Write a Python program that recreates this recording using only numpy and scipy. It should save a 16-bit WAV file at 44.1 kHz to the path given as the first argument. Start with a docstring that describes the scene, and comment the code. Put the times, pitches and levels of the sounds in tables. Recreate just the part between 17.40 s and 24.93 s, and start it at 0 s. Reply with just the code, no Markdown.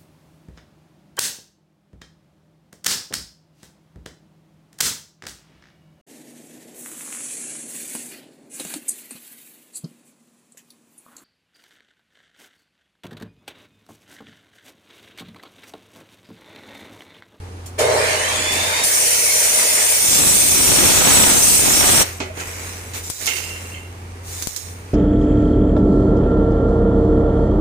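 """Stick welding on a steel frame: a dense arc hiss of random sparks, crackling with spatter, flares up and
breaks off. Before it a motor starts with a growl of pulsed, resonating noise, and a whine glides up to speed
amid fan noise. Gusts of low-passed noise buffet the microphones during the arc; a machine hum and room air lie
beneath. A fainter sizzle follows in spells, with knocks of steel, small hard ticks and a clank that trails into
a squeal: noise bursts ring banks of resonances, and a fuzzy sine sings in short slips."""
import sys
import numpy as np
from scipy import signal
from scipy.fft import rfft, irfft, next_fast_len
from scipy.io import wavfile
from scipy.ndimage import uniform_filter1d, map_coordinates

SR = 44100
rng = np.random.default_rng(int(sys.argv[2]) if len(sys.argv) > 2 else 0)


def transcribe(u):
    """Save the signal u as a 16-bit wav file named by the first command-line argument.

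    u: samples, shape (n,) or (channels, n), limited to [-1, 1]; the rate is SR.
    q: integer samples, one column per channel.
    """
    v = np.clip(np.atleast_2d(u).T, -1, 1)
    q = np.round(v * 32767).astype(np.int16)
    wavfile.write(sys.argv[1], SR, q)


N = 332193
T = np.arange(N) / SR

ARC_ON_S, ARC_OFF_S = 1.433, 4.627
DIRECT_SHARE, RIGHT_LAG_S = 0.2, 0.00046  # power share of direct sound; its delay at the right microphone


def amp(db):
    """Decibels to gain."""
    return 10 ** (np.asarray(db) / 20)


def unit(x):
    """Scale to rms 1."""
    return x / np.sqrt(np.mean(x ** 2) + 1e-20)


def along(points, hz):
    """Read (f/Hz, value) points on a log-frequency axis."""
    f, v = np.transpose(points)
    return np.interp(np.log(hz + 1), np.log(f + 1), v)


def ramp(start_s, length_s):
    """Go from 0 to 1 in a straight line."""
    return np.clip((T - start_s) / length_s, 0, 1)


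def during(start_s, stop_s, rise_s, t60_s):
    """Rise linearly, hold, then decay exponentially after the stop."""
    return ramp(start_s, rise_s) * amp(-60 * np.maximum(T - stop_s, 0) / t60_s)


def dips(rows):
    """Level in dB that falls, stays down and recovers for each row."""
    recover_s = 0.066
    level_db = np.zeros(N)
    for start_s, stop_s, fall_s, depth_db in rows:
        level_db -= depth_db * ramp(start_s, fall_s) * (1 - ramp(stop_s, recover_s))
    return level_db


def wobble(rate_hz):
    """Smooth random curve, rate_hz knots a second."""
    knots = rng.standard_normal(int(N * rate_hz / SR) + 4)
    return map_coordinates(knots, [T * rate_hz])


def filtered(x, response):
    """Multiply the spectrum of x by a response of frequency."""
    n = x.shape[-1]
    m = next_fast_len(n + 8192)
    return irfft(rfft(x, m) * response(np.fft.rfftfreq(m, 1 / SR)), m)[..., :n]


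def coloured(x, spectrum):
    """x through a (f/Hz, level/dB) spectrum, at rms 1."""
    return unit(filtered(x, lambda hz: amp(along(spectrum, hz))))


def resonating(x, modes):
    """x through (f/Hz, width/Hz, level/dB) resonances of alternating sign, at rms 1."""
    def response(f):
        total = 0
        for k, (centre, width, db) in enumerate(modes):
            bandpass = 1j * f * width / (centre * centre - f * f + 1j * f * width)
            total = total + (-1) ** k * amp(db) * bandpass
        return total
    return unit(filtered(x, response))


def panned(left_right_db):
    """Left and right gains for a level difference."""
    return amp([[left_right_db / 2], [-left_right_db / 2]])


def lag_right(left, right):
    """Stereo pair whose right side arrives later."""
    return np.array([left, np.roll(right, round(RIGHT_LAG_S * SR))])


def noise():
    """White noise at two microphones: a diffuse part alike only in the bass, plus a direct part later on the right."""
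    spacing_s = 0.00045
    a, b, direct = rng.standard_normal((3, N))
    mid = filtered(a, lambda hz: np.sqrt((1 + np.sinc(2 * hz * spacing_s)) / 2))
    side = filtered(b, lambda hz: np.sqrt((1 - np.sinc(2 * hz * spacing_s)) / 2))
    diffuse = np.array([mid + side, mid - side])
    return np.sqrt(1 - DIRECT_SHARE) * diffuse + np.sqrt(DIRECT_SHARE) * lag_right(direct, direct)


def narrow(width_hz):
    """Slow stereo noise that turns a tone into a fuzzy band."""
    return unit(filtered(rng.standard_normal((2, N)), lambda hz: 1 / (1 + (hz / width_hz) ** 4)))


def patchy(x):
    """Narrow bands swell and fade by a few dB, each on its own."""
    depth_db = 2.6  # rms
    z = signal.stft(x, nperseg=1024)[2]
    field = uniform_filter1d(rng.standard_normal(z.shape[1:]), size=5, axis=0)
    field = uniform_filter1d(field, size=9, axis=1)
    return unit(signal.istft(z * amp(depth_db * unit(field)), nperseg=1024)[1][:, :N])


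def glancing(x):
    """Treble glances off bench and frame: early copies on slowly drifting paths send ridges through the hiss."""
    near_s, far_s, copy_db = 0.0018, 0.009, -4
    drift_s, above_hz = 0.00006, 3600
    treble = filtered(x, lambda hz: 1 - 1 / (1 + (hz / above_hz) ** 8))
    ridged = treble
    for detour_s in np.geomspace(near_s, far_s, 6):
        at = (T - detour_s * rng.uniform(0.9, 1.1) - drift_s * wobble(2)) * SR
        copy = np.array([map_coordinates(side, [at], order=3) for side in treble])
        ridged = ridged + amp(copy_db) * copy
    return x - treble + ridged * np.std(treble) / np.std(ridged)


def sparks(rate_hz, life_s):
    """Envelope of random bursts of uneven size, each decaying exponentially, at rms 1."""
    bursts = (rng.random(N) < rate_hz / SR) * rng.exponential(size=N)
    return unit(signal.lfilter([1], [1, -np.exp(-1 / (life_s * SR))], bursts))


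def pops(rate_hz):
    """Single-sample pulses at random times and of uneven size, a little later on the right."""
    pulses = (rng.random(N) < rate_hz / SR) * rng.uniform(-0.88, 1, (2, N))
    return lag_right(*pulses)


def room(x):
    """Workshop echo: convolution with decaying noise, shortest in the high treble."""
    # echo decay: f/Hz, t60/s
    decay_times = [(200, 0.15), (2000, 0.47), (12000, 0.015)]
    hz, t, z = signal.stft(rng.standard_normal((2, SR // 2)), SR, nperseg=256)
    decay = amp(-60 * t / along(decay_times, hz)[:, None])
    tail = signal.istft(z * decay, SR, nperseg=256)[1]
    return signal.fftconvolve(x, tail / np.linalg.norm(tail[0]), axes=1)[:, :N]


def workshop():
    """A machine's wavering sine hum over coloured room air; both dip together."""
    # workshop air: f/Hz, level/dB
    air_spectrum = [(15, -68), (25, -18), (54, -15.5), (90, -16.5), (103, -12.5), (139, -21), (278, -21),
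                    (344, -22.5), (394, -19.5), (637, -29), (769, -25.5), (3540, -39), (10300, -43.5),
                    (15000, -61)]
    # shared dips of hum and air: start/s, stop/s, fall/s, depth/dB
    hum_dips = [(1.28, 4.62, 0.19, 12), (5.69, 5.8, .04, 12), (5.85, 5.95, 0.036, 7), (7.03, 7.2, 0.036, 7)]
    hum_hz, hum_db, air_db = 88, -33.5, -40
    dip_db = dips(hum_dips)
    phase = 2 * np.pi * np.cumsum(hum_hz + 0.77 * wobble(9)) / SR
    hum = amp(hum_db + dip_db + 0.72 * wobble(35) + 0.67 * wobble(7.7)) * np.sin(phase)
    air = amp(air_db + dip_db) * coloured(noise(), air_spectrum)
    return hum + air


def motor():
    """Starting torque rasps and shakes the housing; a rough whine climbs with the speed while the fan blows."""
    # housing modes: f/Hz, width/Hz, level/dB
    housing_modes = [(395.7, 13.6, -5.5), (440, 49, -6), (496.5, 37, -2), (558, 45, -8.5), (617.3, 12.7, 5),
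                     (644, 57, -11.5), (770, 38, -35), (906, 13.5, -12)]
    # starting rasp: f/Hz, level/dB
    rasp_spectrum = [(150, -16), (330, 3), (720, 11), (1150, 7), (1350, 3), (1700, -3), (2400, -8),
                     (2800, -27), (5000, -34)]
    # fan air: f/Hz, level/dB
    fan_spectrum = [(40, -36), (88, -26), (200, -13.5), (364, -9), (624, -4.5), (900, -4), (1300, -6),
                    (1750, -2), (2150, 0), (2480, -2.5), (2850, -7), (3500, -6.5), (5400, -10),
                    (7100, -8.5), (9300, -9), (11000, -19), (15300, -25)]
    # whine gain as it climbs through resonances: f/Hz, level/dB
    whine_colour = [(2300, 1), (2600, -11), (2800, -4), (3020, -2), (3130, -3), (3360, -1), (3450, 2),
                    (3560, 3), (3680, 1)]
    on_s, jolt_end_s, fade_s = 0.3793, 0.56, 2.485
    start_hz, full_hz, spin_up_s = 1277, 3930, 0.415  # exponential time constant
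    jolt_db, running_db, rasp_db = -17, -34.5, -23.5
    fan_db, fan_sag_db = -20.5, 4.05  # the fan drops once the arc burns
    whine_db, overtone_db = -28, -4

    running = during(on_s, fade_s, rise_s=0.016, t60_s=1.6)
    jolt = during(on_s, jolt_end_s, rise_s=0.023, t60_s=1.2)
    # the torque pulses twice in each mains cycle
    torque = 2 * np.pi * 120 * T
    housing = resonating(noise() * (1 + np.cos(torque)), housing_modes) + amp(-17) * np.sin(torque)
    growl = np.hypot(amp(jolt_db) * jolt, amp(running_db) * running) * housing
    rasp = amp(rasp_db) * jolt * coloured(noise() * (1 + 0.53 * np.cos(torque)), rasp_spectrum)

    fan_level_db = fan_db - fan_sag_db * ramp(ARC_ON_S, 0.02) + wobble(12.24)
    fan = amp(fan_level_db) * running * coloured(patchy(glancing(noise())), fan_spectrum)

    whine_hz = full_hz - (full_hz - start_hz) * np.exp(-np.maximum(T - on_s, 0) / spin_up_s)
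    phase = 2 * np.pi * np.cumsum(whine_hz * (1 + 0.00486 * wobble(25.04))) / SR
    fuzz = unit(1 + 0.78 * narrow(width_hz=90))
    overtone = amp(overtone_db) * narrow(width_hz=150) * np.sin(2 * phase)
    whine_level_db = whine_db + along(whine_colour, whine_hz) + wobble(13.7)
    whine = amp(whine_level_db) * (fuzz * np.sin(phase) + overtone)
    return growl + rasp + fan + whine * during(on_s, ARC_ON_S, rise_s=0.25, t60_s=0.08)


def draught():
    """Gusts of air roar and flutter across each microphone port separately, as eddy-modulated noise."""
    # gusts: centre/s, half length/s, roar/dB, rumble/dB
    gusts = [(2.834, 0.07, -27.5, -28), (3.395, 0.17, -23, -23.5), (3.743, 0.21, -19, -23),
             (3.967, 0.018, -26, -25), (4.273, 0.048, -28, -26), (4.535, 0.2, -20, -24.5)]
    # roar: f/Hz, level/dB
    roar_spectrum = [(150, -17), (350, -0.5), (600, 3), (1200, 2), (2400, -0.5), (4000, 0), (7000, -23.5),
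                     (15000, -30)]
    # rumble: f/Hz, level/dB
    rumble_spectrum = [(20, -16), (45, -5), (80, -3.5), (200, -4.5), (330, -4.5), (600, -10.5), (1500, -38)]
    breeze_db, flutter_db = -30.5, -28  # roar and rumble between the gusts
    roar_power, rumble_power = amp(breeze_db) ** 2, amp(flutter_db) ** 2
    for centre_s, half_s, roar_db, rumble_db in gusts:
        gust = np.exp(-((T - centre_s) / half_s) ** 2)
        roar_power = roar_power + amp(roar_db) ** 2 * gust
        rumble_power = rumble_power + amp(rumble_db) ** 2 * gust
    eddies = amp(2.5 * np.array([wobble(160), wobble(160)]))
    roar = np.sqrt(roar_power) * coloured(rng.standard_normal((2, N)) * eddies, roar_spectrum)
    flutter = np.sqrt(rumble_power) * coloured(rng.standard_normal((2, N)) * eddies, rumble_spectrum)
    # the flutter swells in as the arc flares
    return (roar * during(2.0, ARC_OFF_S, rise_s=0.77, t60_s=0.08)
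            + flutter * during(2.54, ARC_OFF_S, rise_s=0.21, t60_s=0.055))


def groans():
    """The shifted frame sings briefly on one low mode, a sine blurred by slow noise."""
    # groans: start/s, stop/s, level/dB
    groan_rows = [(4.845, 4.9, -40), (5.14, 5.21, -43)]
    groan_hz = 634
    level = sum(amp(db) * during(start_s, stop_s, rise_s=0.023, t60_s=0.24)
                for start_s, stop_s, db in groan_rows)
    return level * unit(narrow(width_hz=45) * np.sin(2 * np.pi * groan_hz * T))


def squeal():
    """Rubbed steel sings on one mode in separate slips; where it scrapes, it catches and rattles other modes."""
    # singing slips: start/s, stop/s, level/dB at the start
    slips = [(5.866, 5.985, -29), (6.02, 6.065, -33), (6.1, 6.175, -34), (6.25, 6.28, -37),
             (6.315, 6.35, -33), (6.4, 6.47, -42)]
    # rattling scrapes: start/s, stop/s, level/dB at the start
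    scrapes = [(5.87, 5.91, -22.5), (5.93, 6.0, -36), (6.03, 6.19, -38), (6.333, 6.38, -38)]
    # other modes of the bar: f/Hz, width/Hz, level/dB
    bar_modes = [(2100, 46, 6), (2300, 79, -4), (2600, 80, -3), (2810, 40, 5.5), (3090, 59, 2.5),
                 (4340, 110, -12), (5900, 90, -14), (6360, 80, -20), (7040, 120, -12)]
    squeal_hz, sag_db_per_s = 2758, 25

    def strokes(rows, t60_s):
        level = np.zeros(N)
        for start_s, stop_s, db in rows:
            sagging = amp(db - sag_db_per_s * np.maximum(T - start_s, 0))
            level += sagging * during(start_s, stop_s, 0.008, t60_s)
        return level

    fuzz = unit(1 + 0.5 * narrow(width_hz=70))
    tone = fuzz * np.sin(2 * np.pi * np.cumsum(squeal_hz + 6 * wobble(30)) / SR)
    catches = 0.3 + np.tanh(sparks(rate_hz=400, life_s=0.001))
    rattle = resonating(noise() * catches, bar_modes)
    return (strokes(slips, t60_s=0.1) * tone + strokes(scrapes, t60_s=0.14) * rattle) * panned(-3)


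def knocks():
    """Each blow rings the frame's crowded modes as decaying noise; the clearest modes have a decay of their own."""
    # blows: time/s, level/dB, brightness/(dB per octave), t60/s, left-right/dB
    blows = [(4.802, -21, -3, 0.19, -2.5), (4.973, -31.5, -4, 0.17, -7), (5, -31, 3, 0.14, 1),
             (5.535, -36, 4, 0.2, -8), (5.872, -19, 1.5, 0.19, -4), (5.965, -31.5, 4, 0.34, -12)]
    # crowded modes: f/Hz, level/dB
    frame_spectrum = [(80, -19), (250, 0), (400, 2.5), (900, -3), (1500, -3.5), (2300, 1), (3200, -1),
                      (4800, -4.5), (7000, -1), (9500, -20), (15000, -47.5)]
    # clearest modes: f/Hz, width/Hz, level/dB
    frame_modes = [(390, 45, -1), (610, 23, -18), (1340, 32, -4), (2100, 44, -3), (2476, 44, -5),
                   (3020, 21, -1)]
    ring_db, ring_t60_s = -9, 0.36  # ring level relative to its blow
    out = np.zeros((2, N))
    crowd, clear = coloured(noise(), frame_spectrum), resonating(noise(), frame_modes)
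    for at_s, db, bright_db, t60_s, pan_db in blows:
        tilt = lambda hz: amp(bright_db * np.log2((hz + 200) / 2000))
        blow = unit(filtered(crowd, tilt)) * during(at_s, at_s, 0.0007, t60_s)
        ring = unit(filtered(clear, tilt)) * during(at_s, at_s, 0.0018, ring_t60_s)
        out += amp(db) * (blow + amp(ring_db) * ring) * panned(pan_db)
    return out


def ticks():
    """Small hard contacts: a bright noise snap with a brief rustle, on a short low push."""
    # ticks: time/s, snap/dB, push/dB before a fixed lift, left-right/dB
    contacts = [(5.7006, -19, -31, 12.5), (5.8588, -15, -50, -6), (5.8668, -9, -50, 7),
                (5.89, -21, -46, -2), (7.0236, -16, -57, -4), (7.072, -18, -24.5, 25), (7.163, -12, -56, 2)]
    # snap: f/Hz, level/dB
    snap_spectrum = [(800, -12), (2500, -9), (6500, 5), (10000, -1.5), (15000, -5)]
    push_lift_db = 10.5
    out = np.zeros((2, N + SR))
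    t = np.arange(SR // 10) / SR
    snap_decay, rustle_decay = amp(-60 * t / 0.0063), amp(-9.5 - 60 * t / 0.15)
    u = t / 0.002
    push = (1 - u) * np.exp(-u)
    for at_s, snap_db, push_db, pan_db in contacts:
        snap = coloured(rng.standard_normal((2, len(t))), snap_spectrum) * (snap_decay + rustle_decay)
        tick = amp(snap_db) * snap - amp(push_db + push_lift_db) * push
        first = round(at_s * SR)
        out[:, first:first + len(t)] += tick * panned(pan_db)
    return out[:, :N]


def embers():
    """A fainter sizzle of crackling, gritty noise with a duller body, in spells once the arc has broken."""
    # spells: start/s, stop/s, rise/s, t60/s, sizzle/dB, body/dB
    spells = [(4.627, 4.673, .01, 0.66, -29.5, -33), (4.933, 5.005, 0.075, 0.44, -33, -30.5),
              (5.01, 5.273, 0.07, 2, -34, -36), (5.531, 5.58, 0.018, 0.29, -29, -34.5),
              (5.622, 5.783, 0.022, .3, -31.5, -47), (5.778, 5.985, 0.039, 0.78, -25, -34),
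              (6.0, 6.306, 0.083, 0.71, -39, -40.5), (6.822, 7.212, 0.11, 0.64, -31, -42.5)]
    # sizzle: f/Hz, level/dB
    sizzle_spectrum = [(1650, -47), (2800, -15), (3600, -4), (4900, -5.5), (5700, -1), (7000, -0.5),
                       (9700, -2.5), (11000, -8.5), (13000, -9.5), (15300, -7.5)]
    # duller body: f/Hz, level/dB
    body_spectrum = [(200, -4), (450, 3.5), (630, -1), (900, -1.5), (1500, -0.5), (2200, 2.5), (2700, -1.5),
                     (3300, -9), (5000, -37)]
    smoulder_db, smoulder_body_db = -52.5, -49  # sizzle and body between the spells
    smoulder = ramp(ARC_OFF_S, 0.01)
    sizzle_power = (amp(smoulder_db) * smoulder) ** 2
    body_power = (amp(smoulder_body_db) * smoulder) ** 2
    for start_s, stop_s, rise_s, t60_s, sizzle_db, body_db in spells:
        spell = during(start_s, stop_s, rise_s, t60_s)
        sizzle_power += (amp(sizzle_db) * spell) ** 2
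        body_power += (amp(body_db) * spell) ** 2
    crackle = unit(1 + 0.15 * sparks(rate_hz=600, life_s=0.0008))
    grit = amp(-9) * unit(pops(rate_hz=220))
    sizzle = coloured(patchy(glancing(noise())) * crackle + grit, sizzle_spectrum)
    body = coloured(noise() * crackle + grit, body_spectrum)
    return np.sqrt(sizzle_power) * sizzle + np.sqrt(body_power) * body


def spits():
    """Short bright bursts of hiss before the arc holds, the last as it strikes."""
    # bursts: start/s, stop/s, level/dB
    bursts = [(0.258, 0.261, -33), (.386, 0.416, -24), (1.116, 1.133, -23), (1.149, 1.437, -29.5),
              (1.277, 1.286, -32), (1.434, 1.446, -20)]
    # burst colour: f/Hz, level/dB
    spit_spectrum = [(2000, -8.5), (5000, -1), (9000, 2), (12000, -7.5), (15000, -7)]
    level = sum(amp(db) * during(start_s, stop_s, rise_s=0.0054, t60_s=0.15)
                for start_s, stop_s, db in bursts)
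    return level * coloured(patchy(noise()), spit_spectrum)


def arc():
    """Dense sparks hiss and set the steel singing; molten spatter crackles on top."""
    # hiss: f/Hz, level/dB
    hiss_spectrum = [(1200, -30.5), (2200, -9.5), (3200, -11), (4900, -9), (5700, -2.5), (6500, -3.5),
                     (7000, -2), (8000, -4.5), (9900, -4.5), (10800, -9), (12500, -9), (15200, -9)]
    # singing frame modes: f/Hz, width/Hz, level/dB
    singing_modes = [(5426, 70, -9), (5790, 90, -8), (6210, 80, -6), (7206, 50, -4), (7602, 50, -3),
                     (8021, 70, -4), (8698, 65, 0), (9176, 45, -1), (9581, 35, -4), (10020, 30, 0),
                     (10383, 40, -8)]
    # spatter: f/Hz, level/dB
    spatter_spectrum = [(80, -38), (300, -13), (700, 1.5), (1300, -8), (2300, 1), (3500, -2.5),
                        (6000, -2.5), (9000, 6), (15000, -12.5)]
    arc_db, spatter_db, focus_db = -15.5, -12.5, -5  # spatter and focus relative to the arc level
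    flare_s, flare_rise_s, flare_db = 2.58, 0.14, 3  # stays louder afterwards
    focus_hz, flared_hz, glide_s = 9400, 8510, 0.8
    level_db = arc_db + flare_db * ramp(flare_s, flare_rise_s) + 0.5 * wobble(19) + 0.4 * wobble(60)

    crackle = unit(1 + 0.17 * sparks(rate_hz=900, life_s=0.00085))
    hiss = coloured(noise() * crackle, hiss_spectrum)
    singing = 0.42 * resonating(noise(), singing_modes)
    # a narrow band of hiss drifts down as the arc flares
    centre_hz = focus_hz + (flared_hz - focus_hz) * ramp(flare_s - glide_s / 2, glide_s)
    focus = narrow(width_hz=780) * unit(np.cos(2 * np.pi * np.cumsum(centre_hz) / SR))
    clumped = pops(rate_hz=300) * amp(3 * wobble(29.97))
    spatter = amp(spatter_db) * coloured(clumped, spatter_spectrum)

    burn = patchy(glancing(hiss + amp(focus_db) * focus) + singing) + spatter
    return amp(level_db) * burn * during(ARC_ON_S, ARC_OFF_S, rise_s=0.0061, t60_s=0.051)


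def scene():
    """All sources in the workshop, with echo on the weld and the steel."""
    weld = arc() + draught()
    steel = knocks() + groans() + squeal()
    echo = room(amp(-15) * weld + amp(-10) * steel)
    return workshop() + motor() + spits() + embers() + ticks() + weld + steel + echo


def record(dry):
    """Colour each microphone, dip the left one briefly, round off the highest peaks and limit the band."""
    # microphone colour difference: f/Hz, left-right/dB
    ear_colour = [(500, -0.5), (1100, -0.5), (2200, -2), (4500, -0.5), (6500, -4), (8500, 2.5),
                  (12000, -0.5)]
    # left channel dips: start/s, stop/s, fall/s, depth/dB
    left_dips = [(5.705, 6.04, 0.029, 4.5), (7.03, 7.22, .04, 7.5)]
    ceiling, top_hz = 0.9, 15500
    left, right = filtered(dry, lambda hz: amp(np.outer([0.5, -0.5], along(ear_colour, hz))))
    sound = np.array([left * amp(dips(left_dips)), right])
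    sound = sound / (1 + (sound / ceiling) ** 6) ** (1 / 6)
    return filtered(sound, lambda hz: hz < top_hz)


dry = scene()
out = record(dry)
transcribe(out)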